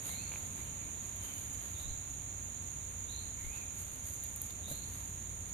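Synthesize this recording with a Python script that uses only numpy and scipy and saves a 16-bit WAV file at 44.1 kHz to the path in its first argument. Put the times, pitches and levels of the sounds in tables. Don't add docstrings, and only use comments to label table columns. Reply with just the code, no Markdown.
import sys
import numpy as np
from scipy import signal
from scipy.fft import rfft, irfft
from scipy.io import wavfile
from scipy.ndimage import map_coordinates

SR = 44100
rng = np.random.default_rng(int(sys.argv[2]) if len(sys.argv) > 2 else 0)


def log_audio(samples):
    frames = np.atleast_2d(samples).T
    limited = np.clip(frames, -1, 1)
    pcm = np.round(limited * 32767).astype(np.int16)
    wavfile.write(sys.argv[1], SR, pcm)


N = 243873
TIME = np.arange(N) / SR

# peak_s, blades_db, leaves_db, settle_s
PAW_PUSHES = [(0.084, -50.5, -58, 0.087), (0.39, -59, -65, 0.2), (0.6, -58.5, -66.5, 0.079),
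              (1.07, -60.5, -66.5, 0.098), (1.25, -54.5, -63, 0.065), (1.39, -57, -64, 0.18),
              (1.54, -55.5, -65.5, 0.021), (1.67, -57.5, -65, 0.12), (1.81, -57.5, -63.5, 0.061),
              (3.13, -62, -69.5, 0.041), (3.45, -61, -70, 0.14), (3.575, -59.5, -64, 0.075),
              (3.805, -54.5, -65, 0.081), (3.95, -59, -67.5, 0.089), (4.079, -53, -67, 0.064),
              (4.145, -56, -70, 0.047), (4.28, -59.5, -77, 0.091), (4.46, -56.5, -69, 0.08),
              (4.716, -50.5, -61.5, 0.062), (4.96, -57.5, -65.5, 0.17), (5.5, -62, -72.5, 0.068)]
# frequency_hz, density_db
BLADE_SPECTRUM = [(300, -26), (1500, -15), (3500, -11), (4900, -4), (5450, -18), (7500, -3.5), (9000, 12.5),
                  (10500, 3.5), (12500, 10), (14400, 0.5)]
LEAF_SPECTRUM = [(100, -18), (300, 3), (1300, -1), (2400, -1.5), (4000, -1.5), (5400, -15), (8000, -34)]
# peak_s, half_width_s, level_db
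CLAW_SCRATCHES = [(3.6, 0.016, -62), (4.245, .02, -58), (4.507, 0.0087, -54.5)]
# start_s, level_db, tear_decay_s, left_minus_right_db
STALK_SNAPS = [(1.162, -41, 0.0024, -2), (1.345, -42, 0.004, -1), (1.393, -45, .005, 2),
               (1.784, -45, 0.0034, 4), (1.828, -43, 0.0054, 4), (4.099, -40, .004, -1),
               (4.236, -33, 0.0059, 3), (4.2614, -51, .002, 0), (4.361, -30, .0024, 2),
               (4.4174, -27, 0.0021, 2), (4.507, -39.5, .003, -2), (4.714, -38, .002, -2)]
# start_s, level_db, scrape_decay_s
WOOD_KNOCKS = [(0.3183, -40, .001), (0.3383, -38.5, .001), (0.3592, -37.5, 0.0012)]
TRUNK_SLIDES = [(4.590, -46.5, 0.012), (4.679, -48, 0.033)]
LANDING_THUDS = [(4.7135, -39, 0.0069)]
# frequency_hz, gain_db, t60_s
BARK_MODES = [(3800, 7, .004), (4270, -1, 0.0032), (5000, -4, .004)]
STALK_MODES = [(8900, 9, .002), (10700, 6, .0018), (12200, 12.5, 0.0015), (14300, 9, .0016)]
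WOOD_MODES = [(970, -9, 0.0057), (1670, 0, 0.0024), (2420, 0, 0.014), (2650, -11, 0.014)]
TRUNK_MODES = [(149, -11, 0.036), (536, -7, 0.027), (682, -3, .028), (840, -14, .02)]
TURF_MODES = [(140, -2, 0.06), (250, 0, 0.04), (427, -7, 0.02), (580, -8, 0.024), (1600, -12, .03)]
# frequency_hz, density_db
LOW_WING_SPECTRUM = [(5550, -62), (5780, -18.5), (6020, -23), (6260, -8), (6500, -1.5), (6730, 2),
                     (7010, 3), (7250, -6), (7550, -14), (7950, -36), (8600, -98)]
HIGH_WING_SPECTRUM = [(7500, -51), (8150, -7.5), (8500, -2), (8800, 6.5), (9200, 4), (9600, -6),
                      (10400, -16.5), (11300, -21), (12000, -7.5), (13200, -6.5), (14400, -15)]
# start_s, length_s, top_hz, level_db
BIRD_BUZZES = [(0.067, 0.21, 4495, -51), (1.74, 0.2, 4245, -53.5), (3.077, .16, 4380, -49),
               (4.624, .23, 4330, -51)]
# start_s, length_s, level_db
BIRD_WHISTLES = [(0.078, .195, -56), (3.405, .205, -58)]
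# start_s, length_s, pitch_hz, level_db
BIRD_CHIRPS = [(0.581, 0.046, 2263, -58), (0.638, 0.072, 2920, -65), (0.784, 0.099, 2294, -62),
               (1.2, .05, 2310, -65), (1.29, 0.068, 2280, -60.5), (3.37, 0.045, 2094, -59),
               (3.605, 0.023, 2450, -55)]
# frequency_hz, density_db
HISS_SPECTRUM = [(12, -9), (28, -26), (48, -8), (85, 3), (115, -3), (165, -11.5), (260, -11), (380, -18.5),
                 (900, -20), (1500, -23.5), (2300, -21.5), (3000, -25.5), (4250, -23.5), (4800, -76),
                 (5400, -73)]
# frequency_hz, correlation
HISS_CORRELATION = [(25, 0.47), (70, 0.9), (160, 0.82), (320, 0.49), (700, -0.012), (1400, -0.098),
                    (4000, 0.11)]
# frequency_hz, level_db
HUM_PARTIALS = [(57, -57.5), (91.8, -58.5)]
# frequency_hz, density_db
RUMBLE_SPECTRUM = [(60, -28.0), (130, 2.0), (190, -0.5), (300, -14.0), (700, -20.0), (3000, -47)]
# time_s, level_db
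HISS_ENVELOPE = [(0, 0.5), (1.4, -0.2), (2.5, -1), (5.5, -1.36)]
HUM_ENVELOPE = [(0, -3.5), (.8, -3.5), (1.9, 2.5), (3, 3.5), (4.3, 0), (5.5, 5.5)]
RUMBLE_ENVELOPE = [(0, -56), (.6, -56), (1.2, -60.5), (2, -61), (3.2, -63), (4.2, -63.5), (4.8, -58.5),
                   (5.5, -58)]
# peak_s, half_width_s, level_db
HANDLING_BUMPS = [(1.896, 0.031, -41.5), (3.474, 0.041, -50.5)]
# frequency_hz, density_db
BUMP_SPECTRUM = [(10, -16), (27, 0), (42, -6), (110, -30), (400, -80)]


def paws():
    peak_s, blades_db, leaves_db, settle_s = np.transpose(PAW_PUSHES)
    blades = rustle(zip(peak_s, blades_db, settle_s), BLADE_SPECTRUM, grains_per_s=5000,
                    size_spread_db=-0.5, gain_db=4.0, stir_db=-70, clump_db=0.6)
    leaves = rustle(zip(peak_s, leaves_db, settle_s), LEAF_SPECTRUM, grains_per_s=2000,
                    size_spread_db=1.2, gain_db=3.5, stir_db=-75, clump_db=2.0)
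    return blades + leaves


def rustle(pushes, spectrum, grains_per_s, size_spread_db, gain_db, stir_db, clump_db):
    power = 0
    for peak_s, level_db, settle_s in pushes:
        age = (TIME - peak_s) / settle_s
        push = np.exp(-np.where(age < 0, (age / 0.67) ** 2, age))
        power = power + (from_db(level_db) * push) ** 2
    motion = np.sqrt(from_db(stir_db) ** 2 + power * from_db(clump_db * drift(110)) ** 2)
    flicks = rng.random(N) < grains_per_s * np.sqrt(rms_one(motion)) / SR
    sizes = from_db(size_spread_db * np.minimum(rng.exponential(1, N), 4))
    grains = coloured(flicks * sizes * rng.standard_normal((2, N)), spectrum)
    return from_db(gain_db) * motion * grains


def claws(slips_per_s):
    slips = (rng.random(N) < slips_per_s / SR) * rng.standard_normal((2, N))
    return pulses(CLAW_SCRATCHES) * rms_one(modal_response(slips, BARK_MODES))


def snapping_stalks(highpass_hz, body_db, scatter_db):
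    tear_envelope, impulses = np.zeros((2, 2, N))
    for start_s, level_db, decay_s, balance_db in STALK_SNAPS:
        age = np.maximum(TIME - start_s, 0)
        size = from_db(level_db) * panned(balance_db)
        tear_envelope += (age > 0) * np.exp(-age / decay_s) * size
        impulses[:, int(start_s * SR)] += .0014 / decay_s * size[:, 0]
    tearing = tear_envelope * np.sign(rng.standard_normal((2, N))) + 1e-18
    ringing = sum((-1) ** k * from_db(db) * ring(impulses, hz, t60)
                  for k, (hz, db, t60) in enumerate(STALK_MODES))
    highpass = signal.butter(5, highpass_hz, "high", fs=SR, output="sos")
    cracks = signal.sosfilt(highpass, tearing + ringing)
    cracks += from_db(body_db) * ring(tearing, hz=3920, t60=0.0012)
    return cracks + from_db(scatter_db) * scattering(cracks, t60=.12)


def impacts(blows, modes, scrape_db, lowpass_hz, scatter_db):
    force = np.zeros(N)
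    for start_s, level_db, scrape_s in blows:
        age = np.maximum(TIME - start_s, 0)
        scrape = (age > 0) * np.exp(-age / scrape_s) * rng.standard_normal(N)
        force += from_db(level_db + scrape_db) * scrape
        force[int(start_s * SR)] += from_db(level_db)
    force = signal.sosfilt(signal.butter(3, lowpass_hz, fs=SR, output="sos"), force + 1e-18)
    ringing = modal_response(force, modes)
    return ringing + from_db(scatter_db) * scattering(ringing, t60=.12)


def insects():
    low = choir(LOW_WING_SPECTRUM, strokes_per_s=42.2, nearest_db=3.5, swell_db=.35, swells_per_s=8)
    high = choir(HIGH_WING_SPECTRUM, strokes_per_s=33, nearest_db=4, swell_db=.9, swells_per_s=9)
    low_db = np.interp(TIME, [0, 2.8, 5.5], [-46, -46, -47.3])
    return from_db(low_db) * low * panned(-8.5) + from_db(-54.5) * high * panned(-0.5)


def choir(wing_spectrum, strokes_per_s, nearest_db, swell_db, swells_per_s, count=28):
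    paces = strokes_per_s * np.geomspace(.8, 4.5, count) * rng.uniform(1.0, 1.05, count)
    power = from_db(nearest_db) ** 2 * np.sin(np.pi * strokes_per_s * TIME + 0.1 * drift(1.73)) ** 4
    for pace in paces:
        power = power + np.sin(np.pi * pace * TIME + 2 * drift(3.3)) ** 4
    rasp = np.sqrt(power) * rng.standard_normal((2, N))
    return coloured(rasp, wing_spectrum) * from_db(swell_db * drift(swells_per_s))


def birds(rasp_hz, flutter_hz, scattered_db):
    flutter = np.sin(2 * np.pi * flutter_hz * TIME + 2 * drift(60))
    flutter = flutter + 0.65 * drift(300) + 0.367 * drift(50)

    def note(u, hz, level_db, rasp):
        swell = 2 * np.sqrt(u * (1 - u))
        phase = 2 * np.pi * np.cumsum(hz + rasp * rasp_hz * flutter) / SR
        return from_db(level_db) * swell * np.sin(phase)

    def perched(song, direct_db, balance_db):
        song = song * panned(balance_db)
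        return from_db(direct_db) * song + from_db(scattered_db) * scattering(song, t60=.7)

    buzzes, whistles, chirps = np.zeros((3, N))
    for start_s, length_s, top_hz, level_db in BIRD_BUZZES:
        u = progress(start_s, length_s)
        buzzes += note(u, top_hz - 620 * (1 - u), level_db - 10 * u, rasp=.85 * (1 - u + 0.51 * u))
    for start_s, length_s, level_db in BIRD_WHISTLES:
        u = progress(start_s, length_s)
        hz = np.interp(u, [0, .8, 1], [1970, 2695, 2060])
        whistles += note(u, hz, level_db + 2.5 * drift(84), rasp=.1)
    for start_s, length_s, hz, level_db in BIRD_CHIRPS:
        chirps += note(progress(start_s, length_s), hz, level_db, rasp=0.87)
    u = progress(start_s=1.13, length_s=0.28)
    sagging_note = note(u, hz=3030 + 190.3 * (1 - u) ** 2, level_db=-61, rasp=.22)
    return (perched(buzzes, direct_db=-4, balance_db=-8.5)
            + perched(whistles, direct_db=-2, balance_db=-1.5)
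            + perched(chirps, direct_db=0.0, balance_db=1.5)
            + perched(sagging_note, direct_db=-8, balance_db=-6))


def outdoor_hiss(level_db):
    correlation = np.clip(per_bin(HISS_CORRELATION), -1, 1)
    mid, side = rfft(rng.standard_normal((2, N)))
    left_right = np.sqrt(1 + correlation) * mid + np.sqrt(1 - correlation) * side * [[1], [-1]]
    hiss = coloured(irfft(left_right, N), HISS_SPECTRUM)
    return from_db(level_db + in_time(HISS_ENVELOPE)) * hiss


def machine_hum():
    hum = sum(from_db(db) * rms_one(np.sin(2 * np.pi * hz * TIME + .5 * drift(4.24)))
              for hz, db in HUM_PARTIALS)
    return from_db(in_time(HUM_ENVELOPE)) * hum


def far_rumble():
    noise = rng.standard_normal(N) + 0.63 * rng.standard_normal((2, N))
    return from_db(in_time(RUMBLE_ENVELOPE)) * coloured(noise, RUMBLE_SPECTRUM)


def handling():
    deep_noise = coloured(rng.standard_normal((2, N)), BUMP_SPECTRUM)
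    return (pulses(HANDLING_BUMPS) + from_db(-66)) * deep_noise * panned(balance_db=6)


def scattering(x, t60):
    tails = rng.standard_normal((2, SR)) * from_db(-60 * TIME[:SR] / t60)
    tails /= np.sqrt(np.sum(tails ** 2, axis=1, keepdims=True))
    return signal.fftconvolve(np.atleast_2d(x), tails, axes=1)[:, :N]


def modal_response(force, modes):
    return sum(from_db(db) * ring(force, hz, t60) for hz, db, t60 in modes)


def ring(force, hz, t60):
    decay, step = from_db(-60 / (t60 * SR)), 2 * np.pi * hz / SR
    return signal.lfilter([0, np.sin(step)], [1, -2 * decay * np.cos(step), decay * decay], force + 1e-18)


def coloured(x, spectrum):
    return rms_one(irfft(rfft(x) * from_db(per_bin(spectrum)), N))


def drift(rate):
    knots = rng.standard_normal(N // 20)
    return map_coordinates(knots, [TIME[::20] * rate + 2], order=3, mode="wrap").repeat(20)[:N]


def pulses(events):
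    return sum(from_db(db) * np.exp(-((TIME - peak_s) / width_s) ** 2) for peak_s, width_s, db in events)


def progress(start_s, length_s):
    return np.clip((TIME - start_s) / length_s, 0, 1)


def in_time(curve):
    return np.interp(TIME, *np.transpose(curve))


def per_bin(points):
    hz, value = np.transpose(points)
    return np.interp(np.log(np.arange(N // 2 + 1) * SR / N + 1), np.log(hz), value)


def panned(balance_db):
    return from_db(np.array([[.5], [-.5]]) * balance_db)


def rms_one(x):
    return x / np.sqrt(np.mean(x ** 2) + 1e-20)


def from_db(db):
    return 10 ** (np.asarray(db) / 20)


def scene():
    chorus = insects() + birds(rasp_hz=203.2, flutter_hz=106.35, scattered_db=2.0)
    stalks = snapping_stalks(highpass_hz=8900, body_db=-32, scatter_db=-11)
    knocks = impacts(WOOD_KNOCKS, WOOD_MODES, scrape_db=-27, lowpass_hz=3040, scatter_db=-8)
    descent = impacts(TRUNK_SLIDES, TRUNK_MODES, scrape_db=-22, lowpass_hz=1500, scatter_db=-5)
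    landing = impacts(LANDING_THUDS, TURF_MODES, scrape_db=-30, lowpass_hz=1900, scatter_db=-10)
    raccoons = paws() + claws(slips_per_s=1900) + stalks + knocks + descent + landing
    background = (outdoor_hiss(level_db=-49.5) + machine_hum()) * panned(balance_db=0.5)
    return raccoons + chorus + background + far_rumble() + handling()


def record(dry):
    return signal.sosfilt(signal.ellip(12, .2, 80, 14800, fs=SR, output="sos"), dry)


dry = scene()
out = record(dry)
log_audio(out)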